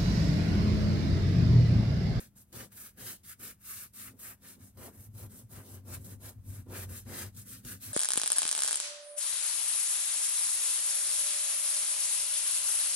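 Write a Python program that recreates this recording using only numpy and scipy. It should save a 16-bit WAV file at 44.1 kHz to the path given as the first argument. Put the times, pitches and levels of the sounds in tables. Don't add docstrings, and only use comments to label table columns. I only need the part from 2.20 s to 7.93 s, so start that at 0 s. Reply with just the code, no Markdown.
import sys
import numpy as np
from scipy import signal
from scipy.fft import rfft, irfft, next_fast_len
from scipy.io import wavfile
from scipy.ndimage import uniform_filter1d

SR = 44100
rng = np.random.default_rng(int(sys.argv[2]) if len(sys.argv) > 2 else 0)


def bounce(signal):
    frames = np.transpose(np.atleast_2d(signal))
    limited = np.clip(frames, -1, 1)
    pcm = np.round(limited * 32767).astype(np.int16)
    wavfile.write(sys.argv[1], SR, pcm)


def undo_db(level):
    steps = np.asarray(level, float) / 20
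    return 10 ** steps


N = 252693
T = np.arange(N) / SR
M = next_fast_len(N, True)
HZ = np.fft.rfftfreq(M, 1 / SR)

# f/Hz,
# level/dB
ROOM_AIR = [(15, -27), (30, -4), (70, 8), (205, -3), (500, -19.5), (1700, -25.5), (4500, -32.5),
            (12000, -26.5)]
# f/Hz, share/1
ALIKE = [(60, 0.97), (300, 0.8), (700, 0.61), (1500, 0.46), (2500, 0.51), (7000, 0.57), (10000, 0.32),
         (13000, 0.15)]
# f/Hz, level/dB
LEFT_LOUDER = [(60, 1.5), (500, 0.5), (1500, 2), (3300, 1.5), (4600, 0), (7500, 4.5), (8600, 0), (15000, 0)]

# start t/s, end t/s, fastest level/dB, place of the fastest moment/1
STROKES = [(-0.17, 0.124, -40, 0.01), (0.149, 0.275, -56.5, 0.27), (0.313, 0.503, -46.5, 0.39),
           (0.496, 0.747, -48.5, 0.46), (0.758, 0.991, -44, 0.61), (1.025, 1.157, -48, 0.73),
           (1.18, 1.357, -44.5, 0.47), (1.392, 1.704, -45.5, 0.69), (1.719, 1.952, -46.114, 0.49),
           (1.962, 2.176, -47, 0.51), (2.212, 2.4, -50.5, 0.33), (2.383, 2.546, -56.5, 0.36),
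           (2.545, 2.729, -50.5, 0.63), (2.684, 2.906, -55, 0.71), (2.924, 3.096, -50, 0.61),
           (3.078, 3.267, -51, 0.53), (3.286, 3.468, -51, 0.41), (3.41, 3.633, -52.5, 0.53),
           (3.643, 3.809, -48.5, 0.62), (3.772, 3.991, -51, 0.57), (3.993, 4.149, -48, 0.56),
           (4.227, 4.463, -51, 0.48), (4.472, 4.69, -44.5, 0.61), (4.659, 4.855, -46.5, 0.56),
           (4.845, 5.122, -42.5, 0.6), (5.139, 5.269, -47.5, 0.34), (5.237, 5.451, -48, 0.34),
           (5.426, 5.598, -43.5, 0.49), (5.596, 5.81, -45.5, 0.26)]
# skin scrape level/dB, tuft rustle level/dB, fine tips level/dB, digging in along the stroke/dB
TOUCH = [(-11.5, -4, -0.5, 3), (-14, -13, 0.5, -13), (-6.1, -3.5, -2, 2), (-8, -7.5, 3.5, 10),
         (-9, -3.5, 0.2, -7.5), (-7, -10.5, 0, 7), (-7.5, -8.5, 0.4, 10), (-9, -8, 2.5, -4.5),
         (-7.5, -8.8, 1, 16), (-8.5, -12, 2.5, 10), (-7, -5.5, -2, 2), (-13, -12, 0.5, -0.1),
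         (-4.5, -6, 2, 9), (-16, -18, 1.5, -14), (-11, -8, 1, 16), (-17, -10.5, -2, -8.8),
         (-8.7, -8.5, 1, 20.0), (-8, -5.5, 0.5, 8), (-9, -7, -0.5, 8), (-14, -10.5, 0.6, -5),
         (-11.6, -7.5, 0.7, 12), (-12, -10, -1.3, 9), (-5, -4.5, -0.4, 1.5), (-8.5, -10.7, -0.9, 5),
         (-6.5, -3.6, -5.5, 4.5), (-17, -10, -3.5, 4.5), (-13, -6, 1, 18), (-10.0, -7.5, -0.5, 8),
         (-11.5, -4.5, 0, 15.5)]
# t/s, length/s, level/dB
SURGES = [
    (.08, 0.015, 3.5),
    (.125, 0.024, -17),
    (.29, 0.023, -1),
    (.545, 0.013, -4.5),
    (1.5, .05, 4.5),
    (1.975, 0.013, -3),
    (3.745, .025, 5),
    (3.83, 0.011, -2.5),
    (4.49, .02, -3.5),
    (4.98, .04, 2.5),
]
# f/Hz, level/dB
HISS = [(3000, -32), (5500, -10.5), (7500, -5.5), (8600, 0), (10300, -3.5), (12000, -6), (15000, -17)]
TIPS = [(8000, -19.5), (10300, -4.5), (12500, -0.5), (14500, -4.5), (15800, -7.5)]
RUSTLE = [(1500, -39), (2600, -8), (3300, -6), (4000, -2), (4600, -5), (5200, -4), (6500, -5), (8000, -7)]
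SCRAPE = [(700, -55), (1050, -11), (1200, -2.5), (1400, -3), (1650, 0.5), (2000, -4), (2600, -6.5),
          (3500, -16.5)]

# tight seams level/dB, skin level/dB, panel level/dB, growth along the stroke/dB
SEAT = [(-64, -58.5, -54.5, -3), (-78.5, -78, -68.6, -10), (-60.5, -56.0, -56, -2), (-73, -72, -67.5, -5),
        (-66, -62, -60.5, -11), (-93, -81.5, -76.5, -8.5), (-70.5, -63, -61.5, -8), (-76.9, -74, -70.5, 8),
        (-75.5, -72, -61, 10), (-67.5, -70, -66.5, 7), (-72, -68.5, -62.5, -5), (-75.5, -75.1, -60.5, -10),
        (-56.5, -55.5, -55.5, 6), (-75, -71, -66.5, -12), (-62, -60.2, -58, 9), (-71.5, -66.5, -58, -2),
        (-63, -62, -59.4, 8.1), (-65.5, -61, -58.8, 0.5), (-60.5, -59, -56.5, -5.5),
        (-68.5, -61.5, -55, 0.4), (-61.5, -62.5, -60, -2.7), (-71.5, -67, -59.5, 5),
        (-57.5, -54.5, -57, -15.5), (-70, -64, -59.5, -22), (-58, -55, -53.5, -10.5),
        (-79, -71.5, -58.5, 3), (-83, -70, -58.5, 3), (-73.5, -62, -53, -2), (-71.8, -71, -61, 22)]
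LATER_DB = (5, 0.5, 0)
# t/s, length/s, level/dB
KNOCKS = [
    (1.94, 0.051, -61),
    (2.38, 0.026, -61),
    (3.04, .025, -64),
    (4.475, 0.012, -50),
    (5.455, 0.014, -54.5),
]
# f/Hz, width/Hz, level/dB
SEAM = [(614, 74, 0), (700, 29, 1), (768, 39, -1), (892, 54, -2.5), (1006, 69, -1.5), (1207, 55, -6),
        (1386, 50, -5)]
SKIN = [(336.4, 58, 0.5), (378.6, 32.5, 3), (421, 22.6, 0), (526.7, 44, -1)]
PANEL = [(168, 50, -5.5), (205.4, 21.5, 0), (230.4, 18.7, -0.5), (268, 23, -2.5)]
FRAME = [(54, 9.9, -4.5), (94.6, 16.6, 1.5), (124.5, 24.4, -3)]

# t/s, fade/s, f/Hz, level/dB
NUDGES = [
    (.11, 0.033, 119.5, -65),
    (.384, 0.038, 118.8, -50.5),
    (.55, 0.022, 103.9, -63),
    (.85, 0.037, 119.3, -56),
    (1.07, 0.034, 92.5, -64.5),
    (1.21, 0.043, 107, -62.5),
    (1.58, 0.027, 107.5, -65),
    (1.87, 0.071, 104.6, -61),
    (2.07, 0.06, 118.7, -65),
]
# t/s, fade/s, f/Hz, level/dB
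JOLTS = [(2.43, 0.023, 98.7, -55.5), (2.606, 0.047, 98.2, -53.5), (2.796, 0.025, 99.6, -53.7),
         (2.896, 0.027, 101.4, -48), (2.953, 0.019, 105.8, -47), (3.031, 0.047, 102.5, -47),
         (3.152, 0.047, 100.5, -53), (3.253, 0.023, 114.2, -52), (3.365, 0.043, 99.3, -48),
         (3.561, 0.061, 95.0, -49.3), (3.74, 0.078, 95.2, -46), (3.864, 0.012, 100.3, -45),
         (3.939, 0.048, 99.16, -50), (4.068, 0.032, 100.0, -48.5), (4.183, 0.036, 96.85, -46),
         (4.297, 0.044, 98.5, -43.5), (4.402, 0.024, 98.34, -42.5), (4.508, 0.055, 96.0, -50.5),
         (4.681, 0.097, 93.0, -45.5), (4.88, 0.063, 94.05, -47.5), (5.047, 0.048, 95.35, -47),
         (5.178, 0.038, 101.3, -48.5), (5.337, 0.059, 108.0, -56.3), (5.459, 0.015, 117.2, -47.5),
         (5.533, 0.055, 96.95, -51.5), (5.687, 0.027, 108.0, -46.9)]
# t/s, peak level/dB, centre f/Hz, fade/s
SNAPS = [(0.154, -61, 9020, 0.004), (0.3275, -34.5, 8320, 0.0052), (0.519, -52, 11600, 0.0032),
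         (0.773, -55, 12760, 0.004), (1.034, -47, 11840, 0.0039), (1.1944, -46, 10200, 0.0035),
         (1.7355, -51, 10900, 0.0038), (1.992, -64, 11800, 0.004), (2.572, -47, 8720, 0.0037),
         (3.844, -46, 10830, 0.0049), (4.692, -43, 10990, 0.0041), (5.1652, -50, 9700, 0.0042),
         (5.449, -30.5, 11840, 0.0047)]

RISE, FALL = 1.13, 2.29
CREEP_DB, CREEP_S = -17.5, 0.12
STICK_S, STICK_DB = 0.019, -5
SLIP_S, SLIP_DB = 0.012, 3.5
FLICKS_PER_S, FLICK_SPREAD_DB = 30000, 2
RUSTLE_DIG = 0.11
PANEL_SHARE_DB = -14.5
QUICKER_RISE, REST_DB = 1.23, -74
HUM_HZ, HUM_DB = 198, -74
ROOM_AIR_DB = -66
LEFT_LAG_S = 6.0e-5
NEAR_T60_S, NEAR_DB = 0.018, -7
TAIL_T60_S, TAIL_DB = 0.056, -8.5
TOP_HZ = 15830


def unit(x):
    return x / np.sqrt(np.mean(x ** 2))


def smooth(x, length_s):
    return uniform_filter1d(x, int(length_s * SR))


def on_log_axis(points):
    hz, value = np.transpose(points)
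    return np.interp(np.log(HZ + 1), np.log(hz), value)


def walk(rate):
    hold = int(SR / rate)
    steps = np.repeat(rng.standard_normal(N // hold + 1), hold)
    return 1.605 * uniform_filter1d(steps, hold)[:N]


def swells(table):
    return [(np.exp(-((T - s) / length) ** 2), db) for s, length, db in table]


def ports(make, response):
    alike = on_log_axis(ALIKE)
    lag = np.array([np.exp(-2j * np.pi * HZ * LEFT_LAG_S), np.ones(len(HZ))])
    common = rfft(make(), M) * lag
    own = rfft(np.array([make(), make()]), M)
    shade = undo_db(np.outer([0.5, -0.5], on_log_axis(LEFT_LOUDER)))
    mixed = np.sqrt(alike) * common + np.sqrt(1 - alike) * own
    return unit(irfft(response * shade * mixed, M)[:, :N])


def room_air():
    air = ports(lambda: rng.standard_normal(N), undo_db(on_log_axis(ROOM_AIR)))
    hum = np.sqrt(2) * np.sin(2 * np.pi * HUM_HZ * T) * undo_db(HUM_DB + 1.7 * walk(2.43))
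    return air * undo_db(ROOM_AIR_DB + 0.24 * walk(4.4)) + hum


def motion():
    power, stroke, past = np.zeros(N), np.zeros(N, int), np.zeros(N)
    for k, (start, end, top_db, lean) in enumerate(STROKES):
        span = slice(int(max(start, 0) * SR), int(end * SR))
        u = (T[span] - start) / (end - start)
        swing = np.clip(np.minimum(u / lean, (1 - u) / (1 - lean)), 0, 1)
        speed = np.sin(np.pi / 2 * swing) ** np.where(u < lean, RISE, FALL)
        push = (undo_db(top_db) * speed) ** 2
        leads = span.start + np.argmax(push >= power[span])
        power[span] += push
        stroke[leads:] = k
        past[leads:] = np.minimum((T[leads:] - start) / (end - start), 1) - lean
    power += undo_db(CREEP_DB) ** 2 * np.abs(smooth(power, CREEP_S)) + undo_db(-78) ** 2
    for snap in SNAPS:
        since = T - snap[0]
        stick = STICK_DB * np.exp(-(since / STICK_S) ** 2)
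        slip = SLIP_DB * np.exp(-np.abs(since) / SLIP_S)
        power *= undo_db(np.where(since < 0, stick, slip)) ** 2
    surge_db = sum(bell * db for bell, db in swells(SURGES))
    return smooth(power, 0.0043) * undo_db(surge_db) ** 2, stroke, past


def flicks(busy, spread_db):
    share = np.clip(busy * FLICKS_PER_S / SR, 0.08, 1)
    size = rng.standard_normal(N) * undo_db(spread_db * rng.standard_normal(N))
    return unit(size) * (rng.random(N) < share) / np.sqrt(share)


def brush():
    power, stroke, past = motion()
    scrape_db, rustle_db, tips_db, dig_db = np.array(TOUCH)[stroke].T
    scrape_db = scrape_db + past * dig_db
    rustle_db = rustle_db + past * dig_db * RUSTLE_DIG
    speed = np.sqrt(power / power.max())
    # colour, level/dB, patchiness/dB, how much more steeply than the hiss it grows with speed
    layers = ((HISS, np.full(N, -4.5), 0.8, 0.01),
              (TIPS, tips_db - 4.0, 0.8, 0.05),
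              (RUSTLE, rustle_db - 2.0, 1.5, -0.05),
              (SCRAPE, scrape_db - 2.5, 1.8, 0.05))
    out = 0
    for colour, db, patchy_db, steep in layers:
        sound = ports(lambda: flicks(speed, FLICK_SPREAD_DB), undo_db(on_log_axis(colour)))
        out = out + sound * speed ** steep * undo_db(smooth(db, 0.075) + patchy_db * walk(30))
    return out * np.sqrt(power) * undo_db(0.81 * walk(70))


def modes(table):
    total = 0
    for k, (f, width, db) in enumerate(table):
        drag = 1j * HZ * width
        total = total + (-1) ** k * undo_db(db) * drag / (f * f - HZ ** 2 + drag)
    return total


def shaken(body, busy, held_s):
    ring = ports(lambda: flicks(busy, 3.6), modes(body))
    swing = smooth(smooth(np.mean(ring ** 2, axis=0), held_s), held_s)
    return ring / np.sqrt(swing + 0.047)


def rocking():
    s, fade_s, hz, db = np.vstack([NUDGES, JOLTS]).T
    power = undo_db(REST_DB) ** 2
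    for at, fade, push_db in zip(s, fade_s, db):
        u = (T - at) / fade
        power = power + undo_db(push_db) ** 2 * np.exp(-(u * np.where(u < 0, QUICKER_RISE, 1)) ** 2)
    return np.sqrt(power), np.interp(T, s, hz)


def seat():
    power, stroke, past = motion()
    *levels, growth_db = np.array(SEAT)[stroke].T
    seam_db, skin_db, panel_db = levels + past * (growth_db + np.array(LATER_DB)[:, None])
    moving = np.clip(np.sqrt(power) / undo_db(np.array(STROKES)[stroke, 2] - 3.5), 0, 1)
    knock = sum(bell * undo_db(db) for bell, db in swells(KNOCKS))
    panel_rattle = np.hypot(knock, undo_db(PANEL_SHARE_DB) * rocking()[0])
    # body, level/dB, density of slips, swing held/s, how closely it follows the brush, rattle
    bodies = ((SEAM, seam_db, 0.06, 0.03, 0.9, undo_db(-17.0) * knock),
              (SKIN, skin_db, 0.05, 0.04, 0.8, undo_db(-7) * knock),
              (PANEL, panel_db, 0.1, 0.05, 0.45, panel_rattle))
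    out = 0
    for body, db, busy, held_s, follows, rattle in bodies:
        size = np.hypot(undo_db(smooth(db, 0.041)) * moving ** follows, rattle)
        out = out + shaken(body, busy, held_s) * size
    return out


def frame():
    size, hz = rocking()
    phase = 2 * np.pi * np.cumsum(hz * (1 + 0.02 * walk(30))) / SR
    swing = np.sqrt(2) * np.sin(phase) * undo_db(np.array([[-0.9], [-2.1]]))
    shudder = undo_db(-4.0) * shaken(FRAME, 0.1, 0.038)
    return (swing + shudder) * size * undo_db(1.0 + 0.77 * walk(19))


def snaps():
    length = 2048
    out, age = np.zeros((2, N + length)), np.arange(length) / SR
    for s, db, hz, fade_s in SNAPS:
        burst = rng.standard_normal((2, length)) * np.exp(-age / fade_s)
        band = [0.36 * hz, min(4.8 * hz, 0.45 * SR)]
        sos = signal.butter(1, band, "bandpass", fs=SR, output="sos")
        start = int(s * SR)
        out[:, start:start + length] += undo_db(db - 12.0) * signal.sosfilt(sos, burst)
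    return out[:, :N]


def echoes(x, t60_s, db, after_s):
    age = np.arange(int(t60_s * SR)) / SR
    tail = rng.standard_normal((2, len(age))) * undo_db(-60 * age / t60_s) * (age > after_s)
    tail *= undo_db(db) / np.sqrt(np.sum(tail ** 2, axis=1, keepdims=True))
    return signal.fftconvolve(x, tail, axes=1)[:, :x.shape[1]]


def scene():
    air = room_air()
    near = brush() + snaps()
    turns = (np.array(STROKES)[1:, 0] * SR).astype(int)
    parts = np.split(near, turns, axis=1)
    chair = np.hstack([echoes(part, NEAR_T60_S, NEAR_DB, 0.0005) for part in parts])
    room = echoes(near, TAIL_T60_S, TAIL_DB, 0.003)
    return near + chair + room + seat() + frame() + air


def band_limit(x):
    return signal.sosfilt(signal.butter(12, 16510, fs=SR, output="sos"), x)


def record(dry):
    mix = irfft(rfft(dry, M) * (HZ < TOP_HZ), M)[:, :N]
    return band_limit(mix)


dry = scene()
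out = record(dry)
bounce(out)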